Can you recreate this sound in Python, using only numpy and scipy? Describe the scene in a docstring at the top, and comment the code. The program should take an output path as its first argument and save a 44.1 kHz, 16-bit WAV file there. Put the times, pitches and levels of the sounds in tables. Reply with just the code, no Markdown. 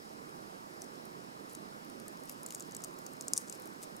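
"""On a log in a small room, two stag beetles meet, a little to the left. Their claws tick as they
catch on the bark and scrape as they drag over it in many tiny slips. The wood knocks dully when
a body bumps it. Near the end their hard jaws click together three times, shell on shell.
The room echoes faintly, over a steady rumble and a thin hiss."""
import sys
import numpy as np
from scipy import signal
from scipy.fft import rfft, irfft, next_fast_len
from scipy.io import wavfile
from scipy.ndimage import uniform_filter1d

SR = 44100
rng = np.random.default_rng(int(sys.argv[2]) if len(sys.argv) > 2 else 0)


def transcribe(signal):
    """Save signal, clipped to [-1, 1], as a 16-bit WAV file at the path in sys.argv[1]."""
    frames = np.atleast_2d(signal).T
    limited = np.clip(frames, -1, 1)
    pcm = np.round(limited * 32767).astype(np.int16)
    wavfile.write(sys.argv[1], SR, pcm)


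N = 176400

# How much of a click's treble boost each pitch gets: (frequency [Hz], share [0-1])
TREBLE_SHARE = [(8500, 0.12), (11000, 0.88)]
# The same for its glint, the glassy very top: (frequency [Hz], share [0-1])
GLINT_SHARE = [(12500, 0), (14500, 1)]
SLIP_S = 0.0032  # the slip before a click swells by 60 dB in this time


def amp(db):
    """Turn decibels into a gain."""
    return 10 ** (np.asarray(db) / 20)


def unit(x):
    """Scale to an average (rms) level of 1."""
    return x / np.sqrt(np.mean(x ** 2) + 1e-20)


def burst(x):
    """Scale to the energy of one millisecond at level 1."""
    return unit(x) * np.sqrt(SR / 1000 / x.shape[-1])


def along(points, hz):
    """Read a curve of (frequency, value) points on a log frequency axis."""
    freqs, values = np.transpose(points)
    return np.interp(np.log(hz + 1), np.log(freqs + 1), values)


def filtered(x, response):
    """Give each frequency in x the gain response(hz)."""
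    size = next_fast_len(N + SR // 2)
    return irfft(rfft(x, size) * response(np.fft.rfftfreq(size, 1 / SR)), size)[..., :N]


def shape_tone(x, gain_db):
    """Filter a short sound so that no ringing comes ahead of it (minimum phase)."""
    cepstrum = irfft(np.log(amp(gain_db)))
    half = len(cepstrum) // 2
    one_sided = np.r_[cepstrum[0], 2 * cepstrum[1:half], np.zeros(half)]
    return irfft(rfft(x) * np.exp(rfft(one_sided)))


def add(track, start, x):
    """Mix x into the track, start seconds in."""
    part = track[:, round(start * SR):][:, :x.shape[-1]]
    part += x[..., :part.shape[1]]


def stereo_noise(size, apart_radians=0.33):
    """Noise that is mostly alike on the left and right."""
    common, side = rng.standard_normal((2, size))
    return np.cos(apart_radians) * common + np.sin(apart_radians) * np.array([side, -side])


def hump(hz, ring_hz, width_hz=720):
    """A broad peak of height 1 around the pitch where something rings."""
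    return 1 / (1 + ((hz - ring_hz) / width_hz) ** 2)


def ring(hz, t60, attack_s=0.000081):
    """One ringing tone; t60 is the seconds it takes to fade by 60 dB."""
    t = np.arange(SR // 8) / SR
    return amp(-60 * t / t60) * (1 - np.exp(-t / attack_s)) * np.sin(2 * np.pi * hz * t)


def room_air(level_db=-48, flicker_db=1.03):
    """Steady rumble and hiss: the bass sits right; in the middle pitches the sides move oppositely."""
    # Tone of the air on the right: (frequency [Hz], relative level [dB])
    tone = [(20, -23), (65, -25), (100, -13), (160, -3), (220, 0.5), (320, -0.47), (450, -3), (700, -5),
            (1150, -6), (1600, -13.5), (2000, -17), (2500, -22), (3600, -26), (4100, -22.5), (4500, -24.5),
            (5200, -21), (6200, -27.5), (9500, -29.5), (13000, -32.5), (15700, -37)]
    # How much louder the left is: (frequency [Hz], level [dB])
    balance = [(60, 0.5), (99, -8.5), (160, -11), (270, -16.5), (450, -13), (740, -6), (1220, -2.0),
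               (2010, 0), (3330, -0.5), (5500, -0.5), (9080, -0.5), (15000, -3)]
    # How alike the two sides are: (frequency [Hz], likeness [0-1])
    likeness = [(40, 0.48), (150, 0.93), (260, 0.78), (350, 0.84), (420, .2), (560, 0.9), (1000, 0.97),
                (2000, 0.75), (3300, 0.5), (5500, 0.28), (8000, 0.44), (13000, 0.65)]
    # How far the left wave runs ahead: (frequency [Hz], phase [radians])
    lead = [(350, 0), (460, 3.5), (1000, 3), (2000, 3), (4300, 2), (5500, 1.5), (7000, 0.7), (14000, 1)]
    spectra = signal.stft(rng.standard_normal((2, N)), nperseg=512)[2]
    flicker = uniform_filter1d(rng.standard_normal(spectra.shape[1:]), size=5, axis=0)  # smooth in pitch
    flicker = uniform_filter1d(flicker, size=14, axis=1)  # and in time
    right, other = signal.istft(spectra * amp(flicker_db * unit(flicker)), nperseg=512)[1][:, :N]
    shared = filtered(right, lambda hz: along(likeness, hz) * np.exp(1j * along(lead, hz)))
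    separate = filtered(other, lambda hz: np.sqrt(1 - along(likeness, hz) ** 2))
    left = filtered(shared + separate, lambda hz: amp(along(balance, hz)))
    return amp(level_db) * unit(filtered(np.array([left, right]), lambda hz: amp(along(tone, hz))))


def room_echo(x):
    """The room answers with a short, blurred echo, different on each side."""
    # How long the echo lasts: (frequency [Hz], time to fade by 60 dB [s])
    fade_times = [(1000, 0.4), (6000, 0.37), (10000, 0.3), (16000, 0.26)]
    hz, t, spectra = signal.stft(rng.standard_normal((2, SR // 2)), SR, nperseg=256)
    fade = amp(-60 * t / along(fade_times, hz)[:, None])
    tail = signal.istft(spectra * fade, SR, nperseg=256)[1]
    return signal.fftconvolve(x, tail / np.linalg.norm(tail[0]), axes=1)[:, :N]


def log_knocks():
    """The wood rings briefly when a body bumps it."""
    # Dull knocks: (time [s], level [dB], pitch [Hz], time to fade by 60 dB [s])
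    knocks = [(2.062, -48.5, 1240, .08), (2.295, -50, 2700, 0.013), (2.507, -50, 2830, .02),
              (2.804, -53, 1260, 0.077), (2.836, -50.5, 1310, 0.047)]
    out = np.zeros((2, N))
    for start, db, hz, t60 in knocks:
        add(out, start, amp(db) * burst(ring(hz, t60)))
    return out


def tiny_slips(per_s, spread_db=4.5, t60=0.008):
    """Claws slip on the bark at random moments, each slip a quickly fading puff of noise."""
    # Tone of scraped bark: (frequency [Hz], relative level [dB])
    tone = [(1000, -14.5), (2500, -9.5), (3600, -8), (5000, -2), (8300, 1.5), (10000, .5), (13000, -5),
            (15500, -7)]
    moments = rng.random(N) < per_s / SR
    slips = moments * amp(spread_db * np.clip(rng.standard_normal(N), -2, 2))
    energy = signal.lfilter([1], [1, -amp(-120 / SR / t60)], slips ** 2)  # each slip dies away
    return unit(filtered(np.sqrt(energy) * stereo_noise(N), lambda hz: amp(along(tone, hz))))


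def scraping():
    """Dragged claws make short, dense scrapes over the faint stirring of legs."""
    # Claws dragged over bark: (time [s], length [s], level [dB])
    drags = [(0.8, 0.065, -63), (1.478, 0.062, -60), (2.235, 0.12, -61), (2.47, 0.17, -64),
             (2.803, 0.079, -68), (3.375, 0.062, -57), (3.49, 0.1, -59), (3.597, 0.13, -66),
             (3.811, 0.044, -50)]
    # Stirring legs: (time [s], level [dB])
    leg_levels = [(0, -69.5), (1.9, -79), (2.2, -67.5), (3.6, -68), (4, -72)]
    t = np.arange(N) / SR
    strokes = sum(amp(db) * np.sin(np.pi * np.clip((t - start) / length, 0, 1))
                  for start, length, db in drags)
    stirring = amp(np.interp(t, *np.transpose(leg_levels)))
    return strokes * tiny_slips(per_s=1300) + stirring * tiny_slips(per_s=300)


def snap(tone_db, t60, catch_db, bounce_s=0.00085, bounce_db=-10, size=2048):
    """One click: a short slip, a sharp catch, its bounce off the log and quickly dying chatter."""
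    catch = round(SLIP_S * SR)
    t = (np.arange(size) - catch) / SR
    swell_and_fade = amp(-60 * np.maximum(t / t60, -t / SLIP_S))
    push = unit(stereo_noise(size) * swell_and_fade) / np.sqrt(size)
    push[:, catch] += amp(catch_db)
    push[:, catch + round(bounce_s * SR)] += amp(catch_db + bounce_db)
    return burst(shape_tone(push, tone_db(np.fft.rfftfreq(size, 1 / SR))))


def claw_ticks(ring_db=6):
    """Claws catch on the bark, each tick with its own ring and brightness."""
    # Catches: (time [s], level [dB], ring [Hz], body boost [dB], treble boost [dB], glint boost [dB])
    ticks = [(0.8194, -36.5, 5560, -11, -4, -1), (0.843, -51, 5230, -2, -10, 0),
             (.9562, -50, 5200, 7, -6, 0), (1.0545, -47, 12100, -8, 10, 0), (1.4963, -49.5, 8800, 4, -5, 0),
             (1.5325, -45.5, 10200, 2, 14, -3), (1.5506, -38, 6500, 2, -1, 0),
             (1.8486, -51.5, 8200, 5, 5, 0), (1.8994, -47, 9300, 20, 5, 1),
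             (2.0003, -45.5, 9300, 12, 4, -2), (2.0816, -38.5, 9100, 6, 4, 3),
             (2.1722, -49.5, 5000, 9, -7, 0), (2.2364, -47, 9300, 3, 5, 3), (2.2553, -51, 10400, 4, 8, 0),
             (2.296, -34, 11500, 4, 4, -2), (2.3145, -47, 8700, 17, 0, 0), (2.323, -47, 11900, 3, 7, 0),
             (2.4322, -39.5, 10100, -8, 11, -1), (2.4632, -32.5, 7540, -8, -0.5, 0),
             (2.487, -46, 7700, 5, -2, 0), (2.5066, -36.5, 6300, 11, 3, 1),
             (2.5237, -38.5, 7200, 16, -2, 1), (2.537, -50, 9000, 0, 3, 0), (2.548, -30.5, 7200, -5, -5, 1),
             (2.5576, -45, 7200, -3, -10, 0), (2.581, -53, 7000, 0, -3, 0), (2.5978, -39, 7500, 4, 2, 5),
             (2.606, -36, 6600, -3, -13, -1), (2.624, -42.5, 7200, 6, 3, 0), (2.711, -46, 4900, 7, 1, 0),
             (2.7215, -43.5, 7000, -5, -15, 0), (2.749, -35, 7000, -3, -4, -1),
             (2.7665, -34, 8200, -3, -3, -1), (2.8056, -49, 6900, -1, -8, 0), (2.8201, -46, 6800, 3, -5, 0),
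             (2.839, -32.5, 6760, -11, -9, 8), (2.8457, -33, 7500, -6, -4, 3),
             (2.9885, -42, 8050, -4, -2, 13), (3.065, -36.5, 6360, 7, -6, 6), (3.135, -46, 9500, -3, 1, 4),
             (3.2104, -32.5, 9300, -5, -4, -2), (3.2229, -43, 5140, -2, -4, 0),
             (3.3638, -35, 6800, -18, -6, 0), (3.3686, -31.5, 6000, 1, -8, -2),
             (3.382, -34.5, 8700, 5, -1, 3), (3.4762, -49, 8800, 4, -5, 0), (3.4833, -45, 8800, 1, -11, 0),
             (3.4975, -33.5, 8700, -13, -8, -10), (3.5254, -36, 5060, -1, -13, 4),
             (3.551, -48, 8700, -1, -1, 0), (3.5994, -45, 13000, 3, 8, 4), (3.621, -46, 9000, -1, 4, 2),
             (3.6575, -45.5, 8900, 10, 4, 2), (3.674, -47, 12700, 3, 7, 0), (3.829, -43, 8500, 2, 2, 0),
             (3.836, -46, 8900, 1, -3, -5), (3.9661, -44, 8950, -11, 2, 0)]
    # Tone common to all ticks: (frequency [Hz], relative level [dB])
    base_tone = [(1000, -16.5), (2500, -19), (3500, -15.5), (5000, -4), (7000, 0), (9500, -1.5),
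                 (11500, -3), (15500, -12.5)]
    # How much of the boost to a tick's body, its lower part, each pitch gets:
    # (frequency [Hz], share [0-1])
    body_share = [(4300, 0.69), (6000, 0.21)]
    out = np.zeros((2, N))
    for start, db, ring_hz, body_db, treble_db, glint_db in ticks:
        tone = lambda hz: (along(base_tone, hz) + ring_db * hump(hz, ring_hz)
                           + body_db * along(body_share, hz) + treble_db * along(TREBLE_SHARE, hz)
                           + glint_db * along(GLINT_SHARE, hz))
        add(out, start - SLIP_S, amp(db) * snap(tone, t60=0.014, catch_db=-4.5))
    return out


def jaw_clicks(ring_db=2, shell_db=-13):
    """Hard shell hits hard shell: a crack and a few short ringing tones."""
    # Jaws meeting: (time [s], level [dB], ring [Hz], treble boost [dB], glint boost [dB])
    clicks = [(3.2822, -28, 6700, -6, 13), (3.3354, -17.5, 6440, 1.5, 0), (3.3775, -19, 9050, 3, -3)]
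    # Tone of the crack: (frequency [Hz], relative level [dB])
    base_tone = [(1000, -57), (3100, -31), (4100, -14), (5200, -3), (6200, -0.5), (9300, 1.5),
                 (11000, -10.5), (13000, -18), (15500, -24)]
    # Ringing of the shell: (pitch [Hz], relative level [dB], time to fade by 60 dB [s])
    shell_tones = [(5000, -6, 0.0093), (6000, 2, 0.013), (7000, 7, 0.017), (7550, -3, .01),
                   (8800, -4, 0.012), (9970, -8, 0.01)]
    out = np.zeros((2, N))
    for start, db, ring_hz, treble_db, glint_db in clicks:
        tone = lambda hz: (along(base_tone, hz) + ring_db * hump(hz, ring_hz)
                           + treble_db * along(TREBLE_SHARE, hz) + glint_db * along(GLINT_SHARE, hz))
        shell = sum(amp(level + rng.normal(0, 2.2)) * ring(hz, t60) for hz, level, t60 in shell_tones)
        add(out, start - SLIP_S, amp(db) * snap(tone, t60=0.012, catch_db=4.5))
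        add(out, start, amp(db + shell_db) * burst(shell))
    return out


def scene(left_over_right_db=3.5, echo_db=-18):
    """The beetles a little to the left, with the room's echo and air."""
    beetles = claw_ticks() + jaw_clicks() + scraping() + log_knocks()
    pan = amp([[left_over_right_db / 2], [-left_over_right_db / 2]])
    return beetles * pan + amp(echo_db) * room_echo(beetles) + room_air()


def record(dry):
    """Cut away the very highest treble."""
    top_hz, edge_width_hz = 15900, 400
    return filtered(dry, lambda hz: np.clip((top_hz - hz) / edge_width_hz + .5, 0, 1))


dry = scene()
out = record(dry)
transcribe(out)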